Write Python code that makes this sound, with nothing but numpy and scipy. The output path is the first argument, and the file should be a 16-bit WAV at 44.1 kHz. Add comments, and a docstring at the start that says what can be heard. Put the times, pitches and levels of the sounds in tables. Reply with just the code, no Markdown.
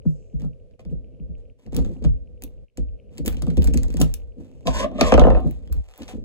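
"""Close on a wooden desk, heard from a phone standing on it, over a faint room hum. For the first four
seconds scissors pick at the wrap of a hollow plastic capsule pressed on the wood: the blade tip slips with
sharp ticks, the wrap rustles and the desk booms under each push, busiest from 3.2 s. Near 4.7 s the
scissors slide over the desk, then their handles rattle down on it. A few more ticks and pushes follow."""
import sys
import numpy as np
from scipy import signal
from scipy.fft import rfft, irfft
from scipy.io import wavfile
from scipy.ndimage import uniform_filter1d

SR = 44100
rng = np.random.default_rng(int(sys.argv[2]) if len(sys.argv) > 2 else 0)


def store_wav(level_fs):
    """Save 16-bit WAV to argv[1]."""
    pcm = np.round(np.clip(np.atleast_2d(level_fs), -1, 1) * 32767)
    wavfile.write(sys.argv[1], SR, pcm.T.astype(np.int16))


N = 275184
TIME = np.arange(N) / SR
HZ = np.maximum(np.arange(N // 2 + 1) * SR / N, 1)

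# Spectra, all with columns: frequency_hz, gain_db
HUM_SPECTRUM = [(30, 7.5), (55, -0.5), (110, 4.5), (200, -9.5), (330, -19.5), (480, -4.5), (650, -19),
                (900, -45), (1600, -46.5), (3000, -82.5)]  # room tone
WALL_SPECTRUM = [(250, -35), (600, 5), (4000, -3), (9000, -8.5)]  # what the room returns
HISS_SPECTRUM = [(600, -11.5), (1500, -16.5), (2500, -7.5), (4000, -15), (8000, -20), (12000, -24),
                 (14000, -46.5)]  # the microphone's own hiss
NARROW_SPECTRUM = [(1900, -30), (2200, -3), (2700, 0), (3100, -3), (3400, -30)]  # hiss patches and electrical ticking
STEEL_SPECTRUM = [(3000, -10.5), (4400, 3.5), (6000, -2), (7500, -3.5), (10000, -12.5), (13000, -20),
                  (17000, -34)]  # sliding blades
WRAP_SPECTRUM = [(500, 24), (800, 16.5), (1200, 6), (1480, 4), (1800, 7), (3000, 9.5), (4200, 2.5),
                 (5500, 1.5), (7500, 2), (10000, -3), (13000, -8.5), (15500, -12.5), (17000, -29)]  # plastic wrap
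# Resonances, both with columns: pitch_hz, level_db, t60_s
DESK_MODES = [(43.43, -1.5, 0.6), (55.3, 4.5, 0.34), (78, -13.5, 0.04), (122.4, 1.5, 0.18),
              (151.2, 6, 0.21), (219.7, -1, 0.15), (265.4, -1.5, 0.18), (330.8, -8.5, 0.16),
              (484.5, 3, 0.05), (538.6, 4.5, 0.054), (620, 4, 0.048), (672.5, 1, 0.061), (802, -0.5, 0.023),
              (1055.5, -5, 0.05), (1249, -4, 0.024)]  # the desk and what lies on it
SCISSOR_MODES = [(1790, 9.5, 0.014), (1740, 5.5, 0.02), (2150, -2.5, 0.0086), (2720, 9.5, 0.018),
                 (4000, -9.5, 0.0031)]
# Phase by which the left microphone port leads: frequency_hz, lead_rad
LEFT_LEAD = [(20, 3.18), (70, 1.756), (130, 3.026), (200, 4.46), (320, 6.73), (420, 5.18), (800, 5.85),
             (1300, 7.48), (2500, 8.6), (3600, 10.34), (4300, 11.42)]
# Patches in which the faint hiss swells: start_s, rise_s, level_db, t60_s
HISS_PATCHES = [(.1, 0.08, 15.5, 2), (.58, .04, 0, 0.46), (.88, 0.056, 11, .8), (1.04, 0.017, 15.5, 2.1),
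                (1.1, .03, 0, 1), (1.16, .04, 0, .25), (1.38, 0.051, 10, .8), (2.8, 0.21, 15.5, 1.5),
                (3.02, .05, 7.5, .8), (4.3, 0.22, 17.5, 3.1)]
# Two regular trains of electrical ticks: first_s, period_s, silent_tick_numbers
TICK_TRAINS = [(.0217, .1024, [6, 8, 9, 12, 15, 43]), (.0, .3, [8])]
# Brief dips of the low sound: start_s, end_s, gain_db
LOW_DIPS = [(0.769, 0.778, -16), (1.533, 1.647, -12.5), (2.658, 2.751, -20), (5.821, 5.995, -15.5)]
# A sleeve brushing: start_s, rise_s, level_db, t60_s
SLEEVE_BRUSHES = [(.04, 0.047, -71.5, 1.3), (4.4, 0.22, -79, 0.52)]
# Steady pressure of the holding hand: time_s, level_db
HAND_PRESSURE = [(0, -59), (.5, -53), (.75, -60.5), (1, -39), (1.4, -62.5), (1.6, -41), (1.9, -35.5),
                 (2.3, -49.5), (2.6, -52), (2.9, -55), (3.1, -46.5), (3.5, -27), (3.9, -29), (4.3, -58.5),
                 (4.8, -34), (5.3, -36), (5.6, -38.5), (5.9, -48), (6.24, -41.5)]
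# The shell dragging dully under the grip: start_s, rise_s, level_db, t60_s, relative thud_db
SHELL_DRAGS = [(.06, 0.01, -44, 0.28, 13.5), (.39, 0.031, -41, 0.33, 9), (.86, 0.072, -39, 0.13, 15.5),
               (1.2, 0.035, -48, 0.28, 1.5), (1.29, 0.033, -54.5, 0.53, 3), (1.741, 0.092, -33, 0.52, 2),
               (2.43, 0.013, -53.5, 0.15, -5.5), (3.25, 0.026, -32.5, .3, 1.5),
               (3.58, 0.011, -36.5, 0.68, -5.5), (4.358, .07, -34, 0.15, -11),
               (5.99, 0.023, -59, 0.13, -14.5), (6.13, 0.02, -43.5, 0.45, -13)]
# The wrap rustling: start_s, rise_s, level_db, t60_s
WRAP_RUSTLES = [(.395, 0.012, -62, 0.16), (.43, 0.02, -62.5, 0.068), (.79, 0.0088, -62, 0.093),
                (.87, 0.032, -75, 0.47), (1.37, 0.029, -74, 0.11), (1.58, 0.01, -71.5, 0.69),
                (1.72, 0.058, -48, 0.18), (1.82, 0.045, -61, 0.6), (2.03, 0.015, -64, 0.33),
                (2.41, 0.01, -66.5, 0.47), (2.77, 0.022, -74, 0.42), (3.1, 0.035, -66.5, 0.75),
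                (3.25, 0.048, -53, 0.51), (3.43, 0.15, -63.5, 1), (3.6, 0.021, -56, 0.64),
                (3.76, 0.019, -60.5, 1), (3.93, 0.096, -53, 0.56), (4.36, 0.047, -67.5, 1),
                (5.4, 0.064, -62.5, 1), (5.72, 0.027, -66, 0.54), (5.78, 0.12, -64, 1),
                (5.9, 0.11, -57.5, 0.46), (6.0, 0.018, -62, 0.42), (6.07, 0.026, -49.5, 0.24)]
# Scissors on the wood, three lists (two slides, then settling chatter):
# time_s, level_db, then relative to it scrape_db, hollow_db, board_db
SLIDE_SPANS = [
    [(4.655, -55, 6, 0, 2.5), (4.67, -45.5, 7.5, 17, 0), (4.7, -40.5, 2, 5, 7.5), (4.745, -41, 6, -2, -2.5),
     (4.77, -31, 3.5, 0, -1.5), (4.83, -28, 0.5, -1.5, -3.5), (4.87, -32, -18, 4, 2),
     (4.89, -47, -11, -13, 11.5), (4.92, -40.5, -18.5, -5.5, 10)],
    [(4.95, -34.5, -13, -0.5, 5), (4.975, -32, -11, -3, 7), (4.995, -24, -6, 3.5, -2.5),
     (5.018, -18.5, -6, -0.5, 3), (5.05, -22, -7, -5, -9), (5.084, -31, 3, 2.5, -3.5),
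     (5.115, -26, -8, -5, -7)],
    [(5.125, -27, 0, -11, -12.5), (5.165, -33.5, -14, -2, -15), (5.195, -44, -1.5, -2, -4.5),
     (5.32, -34, -13.5, -0.5, -14.5), (5.435, -44, -13.5, -2.5, -8.5), (5.55, -74.5, -16, 3, -12.5)],
]
# Rings of the sliding scissors, moving with the grip: time_s, low_pitch_hz, middle_pitch_hz
SLIDE_PITCHES = [(4.68, 701.5, 1062), (4.73, 643.7, 1000), (4.79, 608, 1067), (4.85, 616.8, 1159),
                 (4.92, 675, 1080), (4.98, 623, 1175), (5.05, 604, 1183), (5.1, 638, 1088),
                 (5.2, 695, 1138)]
# Pushes of the capsule on the desk: start_s, level_db, then relative to it boom_db, thud_db, knock_db
CAPSULE_PUSHES = [(0.053, -29.5, -4, 2.5, -9.5), (0.331, -43, 13.5, 7, -37), (0.42, -46, -2, 9.5, 0),
                  (0.441, -40.5, -2.5, 4.5, 0), (0.793, -57, -27, -17.5, 16), (0.853, -46.5, 13.5, 6, -2),
                  (1.193, -48.5, 12, 2.5, -9), (1.285, -47.5, 11.5, 3.5, -17), (1.671, -46, 16, -5.5, -1.5),
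                  (1.726, -28.5, -2.5, -7, -13), (1.756, -26, -4.5, -7.5, -22), (1.786, -23, 0, -7, -7),
                  (1.848, -38, -10, -2, -5.5), (1.962, -55.5, 7.5, 2, 4), (2.019, -31, -12, -10.5, -13),
                  (2.044, -24, 7, -2, -4), (2.424, -34, -4.5, -19.5, -11), (2.488, -60.5, 18, -14, -26),
                  (2.779, -24.5, -0.5, -11.5, -16.5), (3.186, -25, -8.5, -11.5, -20),
                  (3.25, -27, -1, -17, -14), (3.272, -26.5, 0, -12.5, -7.5), (3.421, -27, -19, -7.5, -6),
                  (3.47, -30, -2, -2, -3), (3.503, -38.5, 1.5, -7.5, -6.5), (3.572, -17.5, 3.5, -7.5, -13),
                  (3.644, -31.5, -8, -15.5, -4), (3.679, -26.5, 2.5, -6.5, -7.5),
                  (3.741, -17, -1, -13.5, -10.5), (3.841, -41, -4, -6.5, 3.5),
                  (3.943, -26.5, -0.5, -7, -10), (3.991, -23, -8, -4, -8.5), (4.01, -17, -4.5, -11, -2),
                  (4.201, -58.5, 25.5, -8.5, -10), (4.654, -23.5, -8, -9.5, -14),
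                  (5.444, -18.5, -16.5, -9.5, -12.5), (5.463, -31, -2.5, -6.5, -0.5),
                  (5.698, -45.5, 22.5, -3, -4), (5.745, -43, 16, -0.5, -8), (5.78, -44.5, 1.5, -19.5, -4),
                  (5.984, -24, -41, -40.5, -0.5), (6.006, -47, -24, -24.5, 0),
                  (6.136, -34.5, -1.5, -19, -8.5)]
# Scissors knocking, then handles rattling down:
# start_s, level_db, click_db, then relative to level_db steel_db, board_db
SCISSOR_KNOCKS = [(4.672, -22, -25, -24, -4.5), (4.916, -39.5, -58, -31.5, -8),
                  (5.011, -15.5, -13, -19.5, -5.5), (5.122, -7.5, -28.5, -13.5, -17),
                  (5.141, -15.5, -24.5, -13, -10.5), (5.178, -7, -34, -23, -14),
                  (5.196, -16.5, -23, -28.5, -3.5), (5.216, -12.5, -43, -26.5, -9),
                  (5.238, -18.5, -43, -14.5, -11.5), (5.249, -13, -54, -29.5, -11.5),
                  (5.269, -14, -48, -26, -9.5), (5.284, -17.5, -52, -29, -7.5),
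                  (5.303, -21.5, -42, -17.5, -9), (5.316, -20, -63, -24, -7), (5.349, -24, -58, -14.5, -10),
                  (5.369, -23, -61, -28, -3), (5.393, -34.5, -68, -26, -6.5)]
# Blade tip slips and wrap cracks: start_s, level_db, relative dull_db, relative top_db, t60_s
BLADE_SLIPS = [(.3983, -41, -16, -31, 0.0083), (.407, -55, 1, -33, 0.0083), (.419, -47, -12, -28, .015),
               (.711, -72, 5, -33, 0.01), (.794, -59, -1, -46, .037), (.851, -54.5, -1.5, -53, 0.0096),
               (1.664, -52.5, -5.5, -39, 0.017), (1.723, -51.5, -5, -27, .025),
               (1.747, -28.5, -16, -24, 0.017), (1.766, -8.5, -20, -14, .0023),
               (1.79, -34, -14, -34, 0.012), (1.812, -59, -11, -40, 0.019), (1.8476, -47.5, -1, -33, .025),
               (2.025, -54, -1, -27, 0.022), (2.041, -43, -7.5, -50, 0.044), (2.048, -44.5, 0.5, -37, 0.03),
               (2.422, -32.5, -12.5, -6, 0.0099), (2.437, -20.5, -24.5, -5.5, 0.0078),
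               (2.773, -33.5, -14, -26, 0.032), (3.1736, -48, -9, -20, 0.034),
               (3.181, -30, -18.5, -21, 0.029), (3.251, -43, -14, 1, .05), (3.26, -25.5, -17.5, -6, 0.084),
               (3.279, -15, -11.5, -2.5, 0.0061), (3.291, -41, -14, -3, .0099),
               (3.3272, -41.5, -7, -7, .02), (3.345, -48, -6, -17, 0.016), (3.3688, -42, -6, -30, 0.021),
               (3.393, -52, -4, -25, .01), (3.4, -59, -7, -26, .011), (3.4209, -28.5, -10.5, -20, 0.021),
               (3.467, -43.5, -6.5, -14, 0.027), (3.481, -48, -2, -25, 0.014), (3.502, -43, -5, -36, 0.041),
               (3.57, -33, -10.5, -18, 0.035), (3.578, -33, -13, -27, .016),
               (3.621, -31.5, -9.5, -10, 0.016), (3.63, -33, -16, -14, 0.015),
               (3.643, -24, -23, -10, 0.024), (3.6732, -26, -15, -18, 0.028),
               (3.737, -24.5, -17, -35, 0.021), (3.743, -9, -22, -35, .0028),
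               (3.774, -20.5, -18.5, -38, 0.021), (3.833, -26, -18, -21.5, 0.015),
               (3.844, -59, -6, -30, .0098), (3.883, -36, -18, -30, 0.0099),
               (3.904, -39.5, -9, -31.5, 0.02), (3.911, -47, -9.5, -30.5, 0.0084),
               (3.917, -56.5, -5, -1.5, 0.028), (3.9275, -51, -2, -3.5, 0.011),
               (3.941, -29.5, -16, -25.5, .0082), (3.957, -50, -7.5, -32.5, .0062),
               (3.97, -27.5, -16, -24.5, 0.017), (3.99, -45, -12, -12, 0.0068),
               (4.001, -26, -19.5, -7, 0.049), (4.011, -32.5, -17.5, -2.5, .017),
               (4.0149, -12, -14.5, -9.5, .025), (4.019, -21.5, -11.5, -26.5, .012),
               (4.14, -15.5, -25.5, -11.5, 0.0089), (5.403, -52, -8, -5, .021), (5.473, -46, -5, -5, 0.012),
               (5.51, -44, -6.5, 4.5, .0087), (5.635, -66, 3, -20, .0082), (5.675, -57, -3, -19, 0.015),
               (5.726, -30.5, -12.5, -1, 0.0094), (5.938, -49, -3, -19, 0.013),
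               (5.977, -51.5, -4, 12, 0.013), (6.02, -42, -2, -27, 0.025), (6.032, -41, -5, -30, 0.023),
               (6.08, -42, -6, -39, 0.069), (6.0944, -54, -8, -42, .017), (6.1168, -58, -3, -28.5, .022),
               (6.133, -58, -1, -29, .015)]


def undb(db):
    """Gain of a level in dB."""
    return 10 ** (np.asarray(db) / 20)


def unit(x):
    """Scale to rms 1."""
    return x / np.sqrt(np.mean(x ** 2))


def decay(t, t60_s):
    """Fall by 60 dB every t60_s."""
    return np.exp(-np.log(1000) * t / t60_s)


def curve(rows):
    """Columns of a table, interpolated along time."""
    time_s, *columns = np.transpose(rows)
    return [np.interp(TIME, time_s, column) for column in columns]


def colour(x, spectrum, lo_hz=0, hi_hz=SR):
    """Shape a sound by a spectrum, between soft edges."""
    hz, db = np.transpose(spectrum)
    edges = 1 / (1 + (lo_hz / HZ) ** 6) / (1 + (HZ / hi_hz) ** 6)
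    return irfft(rfft(x) * undb(np.interp(np.log(HZ), np.log(hz), db)) * edges, N)


def soften(force, hz):
    """A softer contact pushes longer: the force loses its top."""
    return signal.sosfilt(signal.butter(4, hz, fs=SR, output="sos"), force)


def wander(rate_hz):
    """Random levels, each held 1 / rate_hz seconds, smoothed twice."""
    hold = int(SR / rate_hz)
    steps = np.repeat(rng.standard_normal(N // hold + 1), hold)
    return 1.9 * uniform_filter1d(uniform_filter1d(steps, hold), hold)[:N]


def grains(per_s, spread_db):
    """Random clicks of unequal size."""
    return (rng.random(N) < per_s / SR) * rng.standard_normal(N) * undb(spread_db * rng.exponential(size=N))


def swells(rows):
    """Envelope of (start_s, rise_s, level_db, t60_s) events that rise and die away; their powers add."""
    power, t = np.zeros(N + SR), TIME[:SR]
    for start_s, rise_s, level_db, t60_s in rows:
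        i = int(start_s * SR)
        envelope = np.minimum(t / rise_s, 1) * decay(np.maximum(t - rise_s, 0), t60_s)
        power[i:i + SR] += (undb(level_db) * envelope) ** 2
    return np.sqrt(power[:N])


def ring(force, modes, t60_scale):
    """A rough force rings the modes, which the touch damps."""
    out = 0
    for hz, db, t60_s in modes:
        pole = np.exp(2j * np.pi * hz / SR) * decay(1 / SR, t60_s * t60_scale)
        out = out + undb(db) * signal.lfilter([np.sqrt(1 - abs(pole))], [1, -pole], force).imag
    return unit(out)


def gliding_ring(force, pitch_hz, half_width_hz):
    """A narrow band of the force, carried on a moving pitch."""
    return unit(soften(force, half_width_hz) * np.sin(2 * np.pi * np.cumsum(pitch_hz) / SR))


def low_dips(edge_s=0.016):
    """Gain that makes the low sound sink briefly."""
    return undb(sum(db * np.clip(np.minimum(TIME - start_s, end_s - TIME) / edge_s + 1, 0, 1)
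                    for start_s, end_s, db in LOW_DIPS))


def desk_contacts():
    """Every blow on the desk: start_s, level_db, boom_db, thud_db, knock_db, steel_db, body_db."""
    pushes = [(*row, -45, -4) for row in CAPSULE_PUSHES]  # pushes hardly shake the steel
    knocks = [(start_s, db, -7, -19, 8, steel_db, board_db)  # hard: much knock, little thud
              for start_s, db, _, steel_db, board_db in SCISSOR_KNOCKS]
    return pushes + knocks


def microphone_noise():
    """Faint hiss, unrelated left and right, with narrow-band patches and electrical ticking in the centre."""
    hiss = np.array([unit(colour(rng.standard_normal(N), HISS_SPECTRUM)) for _ in range(2)])
    narrow = lambda x: unit(colour(x, NARROW_SPECTRUM, lo_hz=1930, hi_hz=3650))
    patches = swells(HISS_PATCHES) * narrow(rng.standard_normal(N) + unit(grains(300, spread_db=1)))
    pulses = np.zeros(N)
    for first_s, period_s, silent in TICK_TRAINS:
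        at = (np.arange(first_s, N / SR, period_s) * SR).astype(int)
        pulses[at] = undb(3 * rng.standard_normal(len(at)))
        pulses[at[silent]] = 0
    return undb(-81) * hiss + undb(-98) * patches + undb(-82) * narrow(pulses)


def room_hum(level_db=-46, centre_share=0.69):
    """Room tone that wavers a little, partly unrelated left and right."""
    centre, *sides = (unit(colour(rng.standard_normal(N), HUM_SPECTRUM)) * undb(0.5 * wander(12))
                      for _ in range(3))
    return undb(level_db) * (np.sqrt(centre_share) * centre + np.sqrt(1 - centre_share) * np.array(sides))


def room_echoes(close, t60_s=0.13):
    """The walls return short early echoes that differ left and right."""
    t = TIME[:SR // 4]
    echoes = rng.standard_normal((2, len(t))) * decay(t, t60_s) * (t > .003)
    echoes *= undb(-5) / np.sqrt(np.sum(echoes ** 2, axis=1, keepdims=True))
    return signal.fftconvolve(colour(close, WALL_SPECTRUM)[None], echoes, axes=1)[:, :N]


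def sleeve_brush():
    """Brushing cloth gives a thin hiss."""
    return swells(SLEEVE_BRUSHES) * unit(colour(rng.standard_normal(N), WRAP_SPECTRUM, 5900, 7400))


def grip_rumble():
    """Small uneven jolts of the held capsule keep the low desk modes going, most of all after a blow."""
    start_s, db, boom_db, thud_db, *_ = np.transpose(desk_contacts())
    held = undb(curve(HAND_PRESSURE)[0])
    drag_body = swells(row[:4] for row in SHELL_DRAGS)
    drag_thud = swells((at, rise, level + thud, t60) for at, rise, level, t60, thud in SHELL_DRAGS)
    # after each blow the grip grinds on
    grind = lambda part_db, rise_s, t60_s: swells(np.broadcast(start_s, rise_s, db + part_db, t60_s))
    boom_level = held + grind(boom_db + 2.57, rise_s=0.024, t60_s=0.5)
    thud_level = undb(-3) * held + grind(thud_db - 24, rise_s=0.0059, t60_s=0.084) + drag_thud
    body_level = undb(-8) * held + grind(-3, rise_s=0.0036, t60_s=0.16) + drag_body
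    jolts = grains(400, spread_db=0)
    boom = ring(soften(grains(200, spread_db=1.5), hz=119), DESK_MODES[:3], t60_scale=0.7)
    thud = ring(soften(jolts, hz=202), DESK_MODES[3:5], t60_scale=0.98)
    body = ring(soften(jolts, hz=404), DESK_MODES[5:9], t60_scale=0.4)
    return boom_level * boom + thud_level * thud + body_level * body


def wrap_rustle():
    """The wrap crackles over a thin hiss; lower in pitch, fingers rub the shell."""
    hiss = rng.standard_normal(N) * undb(3 * wander(40))
    friction = unit(grains(900, spread_db=2.5)) + .4 * hiss
    crackle = unit(colour(friction, WRAP_SPECTRUM, lo_hz=1680))
    rub = unit(colour(friction, WRAP_SPECTRUM, lo_hz=434, hi_hz=1720))
    return swells(WRAP_RUSTLES) * (crackle + undb(3.5) * rub)


def scissor_slide():
    """Friction chatter rings desk and scissors; three rings glide with the grip, the blades hiss above."""
    rows = [row for span in SLIDE_SPANS for row in span]
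    level_db, scrape_db, hollow_db, board_db = curve(rows)
    low_hz, middle_hz = np.array(curve(SLIDE_PITCHES)) * (1 + 0.025 * wander(12))
    touching = uniform_filter1d(1. * (TIME >= rows[0][0]) * (TIME < rows[-1][0]), size=400)
    chatter = rng.standard_normal(N) * undb(2.77 * wander(60))
    chatter += undb(-5) * unit(grains(900, spread_db=2.2))
    desk = ring(soften(chatter, hz=716), DESK_MODES[7:11], t60_scale=0.87)
    hollow = gliding_ring(chatter, low_hz, half_width_hz=60)
    board = ring(soften(chatter, hz=392), DESK_MODES[5:8], t60_scale=0.45)
    body = 0.8 * desk + undb(hollow_db) * hollow + undb(board_db) * board
    middle = gliding_ring(chatter, middle_hz, half_width_hz=90)
    high = gliding_ring(chatter[::-1], 1.65 * middle_hz, half_width_hz=200)
    steel = ring(chatter, SCISSOR_MODES, t60_scale=0.08)
    steel = unit(colour(steel, [(1300, -13.5), (1650, 1.5), (4000, 10), (6000, -7.5)]))
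    scrape = undb(-2) * (middle + undb(-11.5) * high) + undb(-5) * steel
    hiss = undb(1.52 * scrape_db - 8) * unit(colour(chatter, STEEL_SPECTRUM, lo_hz=3660))
    return touching * undb(level_db) * (body + undb(scrape_db) * scrape + hiss)


def bending_delay(x, spread=0.28):
    """Bending waves in the desk bring the lows late: the delay falls with root frequency, to 0 at 900 Hz."""
    hz = np.minimum(HZ, 900)
    turns = 2 * spread * np.sqrt(hz) - spread * hz / np.sqrt(900)
    return irfft(rfft(x) * np.exp(-2j * np.pi * turns), N)


def desk_blows(detune=0.045, scatter_db=2, rise_turns=0.37, sag=0.13, sag_s=0.067):
    """Each push or knock rings the modes of desk and scissors a little differently."""
    out, t = np.zeros(N + SR), TIME[:SR // 2]
    contacts = desk_contacts()
    hz, mode_db, t60_s = np.transpose(DESK_MODES + SCISSOR_MODES)[:, :, None]
    chance = rng.standard_normal((len(contacts), 2, len(hz), 1))
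    # low modes start sharp and sink as the contact loosens
    sagging_t = t + (hz > 110) * (hz < 400) * sag * (sag_s * (1 - np.exp(-t / sag_s)) - t / 2)
    # the contact is soft: every mode swells over part of a turn
    envelope = (1 - np.exp(-(t * hz / rise_turns) ** 2)) * decay(t, t60_s)
    for contact, (tuning, size) in zip(contacts, chance):
        start_s, db, boom_db, thud_db, knock_db, steel_db, body_db = contact
        band_db = np.select([hz < 110, hz < 190, hz < 400, hz < 1500],
                            [boom_db, thud_db + 11.5, body_db, knock_db - 9.5], steel_db)
        band_db += (hz > 800) * np.minimum(knock_db, 0) / 2  # soft blows hardly reach the upper modes
        waves = np.sin(2 * np.pi * hz * (1 + detune * tuning) * sagging_t) * envelope
        i = int(start_s * SR)
        out[i:i + len(t)] += np.sum(undb(db + mode_db + band_db + scatter_db * size) * waves, axis=0)
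    return bending_delay(out[:N])


def blade_ticks(rise_s=.0008, snap_s=.0014):
    """Each slip of the tip or click of the scissors is a short noise burst in three bands."""
    clicks = [(start_s - .0005, click_db, 2, -23, 0.017)  # same columns as BLADE_SLIPS
              for start_s, _, click_db, *_ in SCISSOR_KNOCKS]
    rows = BLADE_SLIPS + clicks
    bands, t = np.zeros((3, N)), TIME[:4096]
    snap = 1 + undb(3) * np.exp(-t / snap_s)  # the first instant is stronger
    bursts = rng.standard_normal((len(rows), len(t))) * snap * np.minimum(t / rise_s, 1)
    t60_scale = np.array([[1], [1], [2.5]])  # the top band rings longer
    for (start_s, db, dull_db, top_db, t60_s), burst in zip(rows, bursts):
        i = int((start_s - rise_s / 2) * SR)
        gains = undb(db + np.array([[0], [dull_db], [top_db]]))
        bands[:, i:i + len(t)] += gains * burst * decay(t, max(t60_s, .003) * t60_scale)
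    bright = colour(bands[0], WRAP_SPECTRUM, lo_hz=4870, hi_hz=14200)
    dull = colour(bands[1], WRAP_SPECTRUM, lo_hz=1080, hi_hz=5900)
    top = colour(bands[2], WRAP_SPECTRUM, lo_hz=13600)
    return undb(-5) * bright + undb(4.5) * dull + undb(14) * top


def scene():
    """The close sounds on the desk and their echoes, over the grip's rumble and the room hum."""
    dips = low_dips()
    close = blade_ticks() + wrap_rustle() + scissor_slide() + sleeve_brush() + desk_blows() * dips
    return close + room_echoes(close) + (grip_rumble() + room_hum()) * dips


def record(dry):
    """The phone's two microphone ports differ in phase; it adds hiss, rounds peaks, cuts bass and top."""
    port_lag_s, in_step_hz = .000238, 7100
    lead_hz, lead_rad = np.transpose(LEFT_LEAD)
    low_phase = np.interp(np.log(HZ), np.log(lead_hz), lead_rad)
    treble_phase = 2 * np.pi * (1 - port_lag_s * (HZ - in_step_hz))
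    phase = treble_phase + (low_phase - treble_phase) / (1 + (HZ / 4900) ** 16)
    pair = irfft(rfft(dry) * np.exp(.5j * np.array([phase, -phase])), N)
    pair += microphone_noise() * low_dips() ** 0.33  # the hiss dips a third as many dB as the low sound
    pair = signal.sosfilt(signal.butter(4, 33, "high", fs=SR, output="sos"), pair)
    rounded = np.tanh(1.011 * pair) / 1.005
    return signal.sosfilt(signal.ellip(10, .2, 80, 16900, fs=SR, output="sos"), rounded)


dry = scene()
out = record(dry)
store_wav(out)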